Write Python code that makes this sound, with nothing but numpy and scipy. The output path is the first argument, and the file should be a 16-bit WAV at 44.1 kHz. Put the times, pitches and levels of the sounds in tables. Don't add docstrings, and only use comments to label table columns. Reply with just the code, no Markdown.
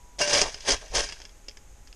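import sys
import numpy as np
from scipy import signal
from scipy.fft import rfft, irfft
from scipy.io import wavfile
from scipy.ndimage import uniform_filter1d

SR = 44100
rng = np.random.default_rng(int(sys.argv[2]) if len(sys.argv) > 2 else 0)


def bounce(signal):
    frames = np.transpose(np.atleast_2d(signal))
    limited = np.clip(frames, -1, 1)
    pcm = np.round(limited * 32767).astype(np.int16)
    wavfile.write(sys.argv[1], SR, pcm)


N = 85995

# time in seconds, crackle level in dB, low body level in dB.
FIRST_PUSH = [(0.184, -51, -42), (0.19, -30, -48), (0.205, -30, -25.5), (0.216, -22.5, -28),
              (0.245, -28.5, -40.5), (0.266, -33, -39.5), (0.294, -27.5, -34), (0.335, -23.5, -25.5),
              (0.395, -23, -28.5), (0.409, -22.5, -31.5), (0.421, -29, -22.5), (0.434, -33.5, -28.5),
              (0.471, -35.5, -31), (0.525, -44, -57), (0.591, -49, -53)]
SECOND_PUSH = [(0.617, -44.5, -95), (0.642, -46, -42), (0.669, -31.5, -38.5), (0.69, -20.5, -22.5),
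               (0.721, -29, -34), (0.745, -29, -28), (0.755, -43, -46.5), (0.8, -48, -63),
               (0.824, -47, -44), (0.9, -50, -57.5)]
THIRD_PUSH = [(0.928, -44.5, -41.5), (0.951, -22.5, -27), (0.975, -26, -28), (1.008, -26.5, -26.5),
              (1.02, -31.5, -50), (1.042, -32, -33.5), (1.058, -39.5, -53), (1.148, -51, -65),
              (1.24, -55.5, -58.5), (1.329, -67, -88), (1.95, -93, -84)]
# start in seconds, level in dB, decay time in seconds.
LUMP_SNAPS = [(0.19, -34, 0.004), (0.2758, -23.5, 0.0088), (0.297, -30.5, 0.016), (0.3316, -21, 0.025),
              (0.4156, -12.5, 0.0057), (0.678, -28, 0.0037), (0.7047, -19, 0.012), (0.7183, -20, 0.011),
              (0.955, -24, 0.0084), (0.967, -23, 0.008), (1.006, -28, 0.0043)]
# start in seconds, peak level in dB, pitch in Hz.
DULL_KNOCKS = [(0.687, -29.5, 250), (.69, -27, 409)]
# start in seconds, level in dB, decay time in seconds, pitch in Hz.
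LANDINGS = [(0.5437, -31, 0.0036, 3770), (0.6053, -41.5, 0.0052, 5800), (0.765, -39, 0.0084, 3200),
            (1.0894, -35.5, 0.0047, 5000), (1.095, -34, 0.0041, 3020), (1.111, -44, .004, 2700),
            (1.123, -32, 0.0059, 3200), (1.202, -39, 0.0026, 1820), (1.217, -41.5, 0.0039, 4560),
            (1.252, -39.5, 0.0041, 2970), (1.293, -49, 0.003, 2900), (1.4839, -35, 0.0043, 5000),
            (1.495, -38, 0.0006, 5700), (1.512, -46.5, 0.0016, 4630), (1.571, -41, 0.0038, 2960),
            (1.873, -50.5, 0.0074, 3520), (1.928, -42, 0.0017, 4630)]
# pitch in Hz, undamped T60 in seconds, then relative level in dB
BLADE_MODES = [(418, 0.31, -10, -30, -1), (591, 0.34, -6.5, -9, -9.5), (987, 0.22, -9.5, -3.5, -13),
               (1563, 0.26, -7.5, -3.5, -9), (1763, 0.33, -3.5, -5.5, 0), (2302, 0.087, -2.5, -11, -10),
               (2796, 0.16, -3, 1, -3), (3264, 0.11, -17, -23, -2.5), (4850, 0.11, -11, -14, -9),
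               (4930, 0.17, 0, -6, -1), (5045, 0.092, 1, -10, -7.5), (5560, 0.14, -3, -4, -16),
               (6015, 0.019, 2.5, -5, -3)]
SCRAPED, EDGE, FACE = np.array(BLADE_MODES).T[2:]
# time in seconds, pitch in Hz, level in dB.
BLADE_SONG = [(.19, 600, -44), (.225, 594, -29.5), (.3, 586, -32), (.34, 570, -30), (.395, 588, -37),
              (.422, 602, -26.5), (.455, 590, -48)]
# centre in seconds, level in dB, half length in seconds.
HEAP_THUDS = [(0.462, -41.5, 0.064), (0.741, -34.5, 0.038), (0.983, -36, 0.076)]
# frequency in Hz, relative level in dB.
CRACKLE_EQ = [(600, -28), (1000, -4), (1380, -11), (1600, -1), (2100, -5), (3200, -3.5), (3900, -8),
              (5100, -2.5), (6300, -1), (7300, -11.5), (9300, -15), (12000, -26.5)]
BODY_EQ = [(40, -39.5), (100, -4), (190, -8.5), (280, -5), (600, 7), (850, 1), (1150, -1.5), (1500, -13.5),
           (3000, -59.5)]
LUMP_EQ = [(80, -3.5), (200, -8.5), (450, -3.5), (800, -10.5), (1350, -15.5), (1700, -5), (3200, -1.5),
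           (3900, -10.5), (5100, 8), (6300, 1.5), (7400, -6), (10000, -16), (12500, -63)]
AIR_EQ = [(70, -10.5), (170, -21), (400, -22), (830, -26.5), (1100, -28.5), (2200, -30.5), (4300, -36.5),
          (5800, -32), (6550, -23.5), (7300, -30), (10300, -39.5), (12500, -39.5), (14500, -58)]
RUMBLE_EQ = [(20, -5), (40, -0.5), (58, -12), (85, -26), (130, -28), (300, -72)]

JUDDER_PER_S, JUDDER_DB = 92, 1.2
BARE_DB, BARE_T60_SHARE = -3, 0.46
BURIED_DB, BURIED_T60_SHARE = -8, 0.41
HALF_BURIED_S, BURYING_S = 0.29, 0.11
DUST_DB, CRACKLE_DB, BODY_DB = -6.5, -5.5, -3.5
STRIKE_S, STRIKE_DB = .2135, 5.5
HUM_HZ, HUM_DB, HUM_FALL_DB_PER_S = 974, -59, 17.5
CHATTER_PER_S, KNOCK_T60_S = 9000, 0.12
PIECE_RING_DB, PIECE_Q = -5, 0.86
PIECE_LOW_HZ = 382
SHOVEL_HIGH_CUT_HZ = 11140
SCATTER_DB, SCATTER_T60_S = -12.5, 0.12
AIR_DB, RUMBLE_DB = -56.5, -49.5
WHINE_HZ, WHINE_DB = 831, -73


def grinding(t):
    when, crackle_db, body_db = np.array(FIRST_PUSH + SECOND_PUSH + THIRD_PUSH).T
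    digging = t > when[0]
    effort = undb(np.interp(t, when, crackle_db) + JUDDER_DB * wobble(JUDDER_PER_S)) * digging
    weight = undb(np.interp(t, when, body_db)) * digging
    force = effort * clicks(per_s=4500, spread_db=2)
    dust = effort * undb(DUST_DB) * rng.standard_normal(N)
    buried = .5 + .5 * np.tanh((t - HALF_BURIED_S) / BURYING_S)
    bare_steel = undb(BARE_DB) * blade(force * (1 - buried), SCRAPED, BARE_T60_SHARE)
    buried_steel = undb(BURIED_DB) * blade(force * buried, SCRAPED, BURIED_T60_SHARE)
    body = colour(weight * clicks(per_s=1600, spread_db=3), BODY_EQ)
    crackle = colour(lumps(force) + dust, CRACKLE_EQ)
    return undb(CRACKLE_DB) * crackle + undb(BODY_DB) * body + bare_steel + buried_steel


def lumps(force, modes=40, ring_cycles=33):
    pitches = np.linspace(1600, 11000, modes) * (1 + .02 * rng.standard_normal(modes))
    rings = 0
    for hz in pitches:
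        hits = force * rng.standard_normal(N) * (rng.random(N) < 1 / 10)
        rings += ring(hits, hz, ring_cycles / hz)
    return rings * np.sqrt(10 / modes)


def blade(force, levels_db, t60_share):
    steel = 0
    for (hz, t60, *_), db in zip(BLADE_MODES, levels_db):
        steel += undb(db) * unit(ring(force, hz, t60 * t60_share))
    return unit(steel) * np.std(force)


def snapping(t):
    force = sum(burst(t, *snap) for snap in LUMP_SNAPS)
    return colour(force, LUMP_EQ) + undb(-11) * blade(force, SCRAPED, BURIED_T60_SHARE)


def singing(t):
    bite = signal.unit_impulse(N, int(STRIKE_S * SR))
    strike = undb(STRIKE_DB) * blade(bite, EDGE, t60_share=1)
    when, hz, db = np.array(BLADE_SONG).T
    sliding = (t > when[0]) & (t < when[-1])
    pitch = np.interp(t, when, hz) * (1 + 0.0052 * wobble(per_s=78))
    gain = undb(np.interp(t, when, db) + wobble(per_s=65)) * sliding
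    return strike + gain * tone(np.cumsum(pitch) / SR)


def knocking(t):
    knocks = 0
    for start, db, hz in DULL_KNOCKS:
        age = np.maximum(t - start, 0)
        envelope = undb(db) * np.exp(-np.log(1000) * age / KNOCK_T60_S)
        knocks += envelope * np.sin(2 * np.pi * hz * age)
    return knocks


def settling(t):
    pieces, impacts = 0, 0
    for start, db, decay_s, hz in LANDINGS:
        force = burst(t, start, db, decay_s)
        t60 = np.log(1000) * PIECE_Q / (np.pi * hz)
        pieces += force + undb(PIECE_RING_DB) * ring(force, hz, t60)
        impacts += force
    low_cut = signal.butter(2, PIECE_LOW_HZ, "highpass", fs=SR, output="sos")
    ticks = colour(signal.sosfilt(low_cut, pieces), LUMP_EQ)
    return ticks + undb(-7) * blade(impacts, FACE, t60_share=0.22)


def humming(t):
    return undb(HUM_DB - HUM_FALL_DB_PER_S * t) * tone(HUM_HZ * t)


def scatter(x):
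    lag, decay = fade(SCATTER_T60_S)
    reflections = decay * (lag > .004) * rng.standard_normal(N)[:len(lag)]
    return undb(SCATTER_DB) * through(x, reflections)


def background(t):
    thuds = sum(undb(db) * np.exp(-((t - at) / width) ** 2) for at, db, width in HEAP_THUDS)
    rumble = colour(rng.standard_normal(N), RUMBLE_EQ)
    rumble /= np.sqrt(uniform_filter1d(rumble ** 2, size=4000))
    whine = undb(WHINE_DB) * tone(WHINE_HZ * t)
    hiss = undb(AIR_DB) * colour(rng.standard_normal(N), AIR_EQ)
    return (undb(RUMBLE_DB) + thuds) * rumble + whine + hiss


def clicks(per_s, spread_db):
    strength = np.minimum(rng.exponential(size=N), 4)
    hits = (rng.random(N) < per_s / SR) * rng.choice([-1, 1], N) * undb(spread_db * strength)
    power = np.abs(uniform_filter1d(hits ** 2, size=700))
    return hits / np.sqrt(power + 1e-9)


def burst(t, start, db, decay_s):
    age = t - start
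    chatter = rng.choice([-1, 1], N) * rng.random(N) * (rng.random(N) < CHATTER_PER_S / SR)
    force = chatter * (age > 0) * np.exp(-np.abs(age) / decay_s)
    force[int(start * SR)] = .6
    return force / np.linalg.norm(force) * undb(db) * np.sqrt(decay_s * SR / 2)


def ring(x, hz, t60):
    t, decay = fade(t60)
    return through(x, decay * np.sin(2 * np.pi * hz * t))


def colour(x, curve, size=8192):
    hz, db = np.array(curve, float).T
    grid = np.maximum(np.fft.rfftfreq(size, 1 / SR), 1)
    gain = undb(np.interp(np.log(grid), np.log(hz), db))
    cepstrum = irfft(np.log(gain))
    cepstrum[1:size // 2] *= 2
    cepstrum[size // 2 + 1:] = 0
    return through(x, irfft(np.exp(rfft(cepstrum))))


def through(x, response):
    return signal.fftconvolve(x, response / np.linalg.norm(response))[:N]


def fade(t60):
    t = np.arange(int(t60 * SR) + 2) / SR
    return t, np.exp(-np.log(1000) * t / t60)


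def wobble(per_s):
    span = int(SR / per_s)
    return unit(uniform_filter1d(uniform_filter1d(rng.standard_normal(N), span), span))


def tone(cycles):
    return np.sqrt(2) * np.sin(2 * np.pi * cycles)


def unit(x):
    return x / np.sqrt(np.mean(x ** 2) + 1e-18)


def undb(db):
    return 10 ** (np.asarray(db) / 20)


def scene():
    t = np.arange(N) / SR
    bed = background(t)
    shovel = grinding(t) + singing(t) + snapping(t) + settling(t) + knocking(t) + humming(t)
    shovel = signal.sosfilt(signal.butter(8, SHOVEL_HIGH_CUT_HZ, fs=SR, output="sos"), shovel)
    return (shovel + scatter(shovel) + bed)[None]


def record(dry):
    return signal.sosfilt(signal.ellip(8, .2, 80, 14700, fs=SR, output="sos"), dry)


dry = scene()
out = record(dry)
bounce(out)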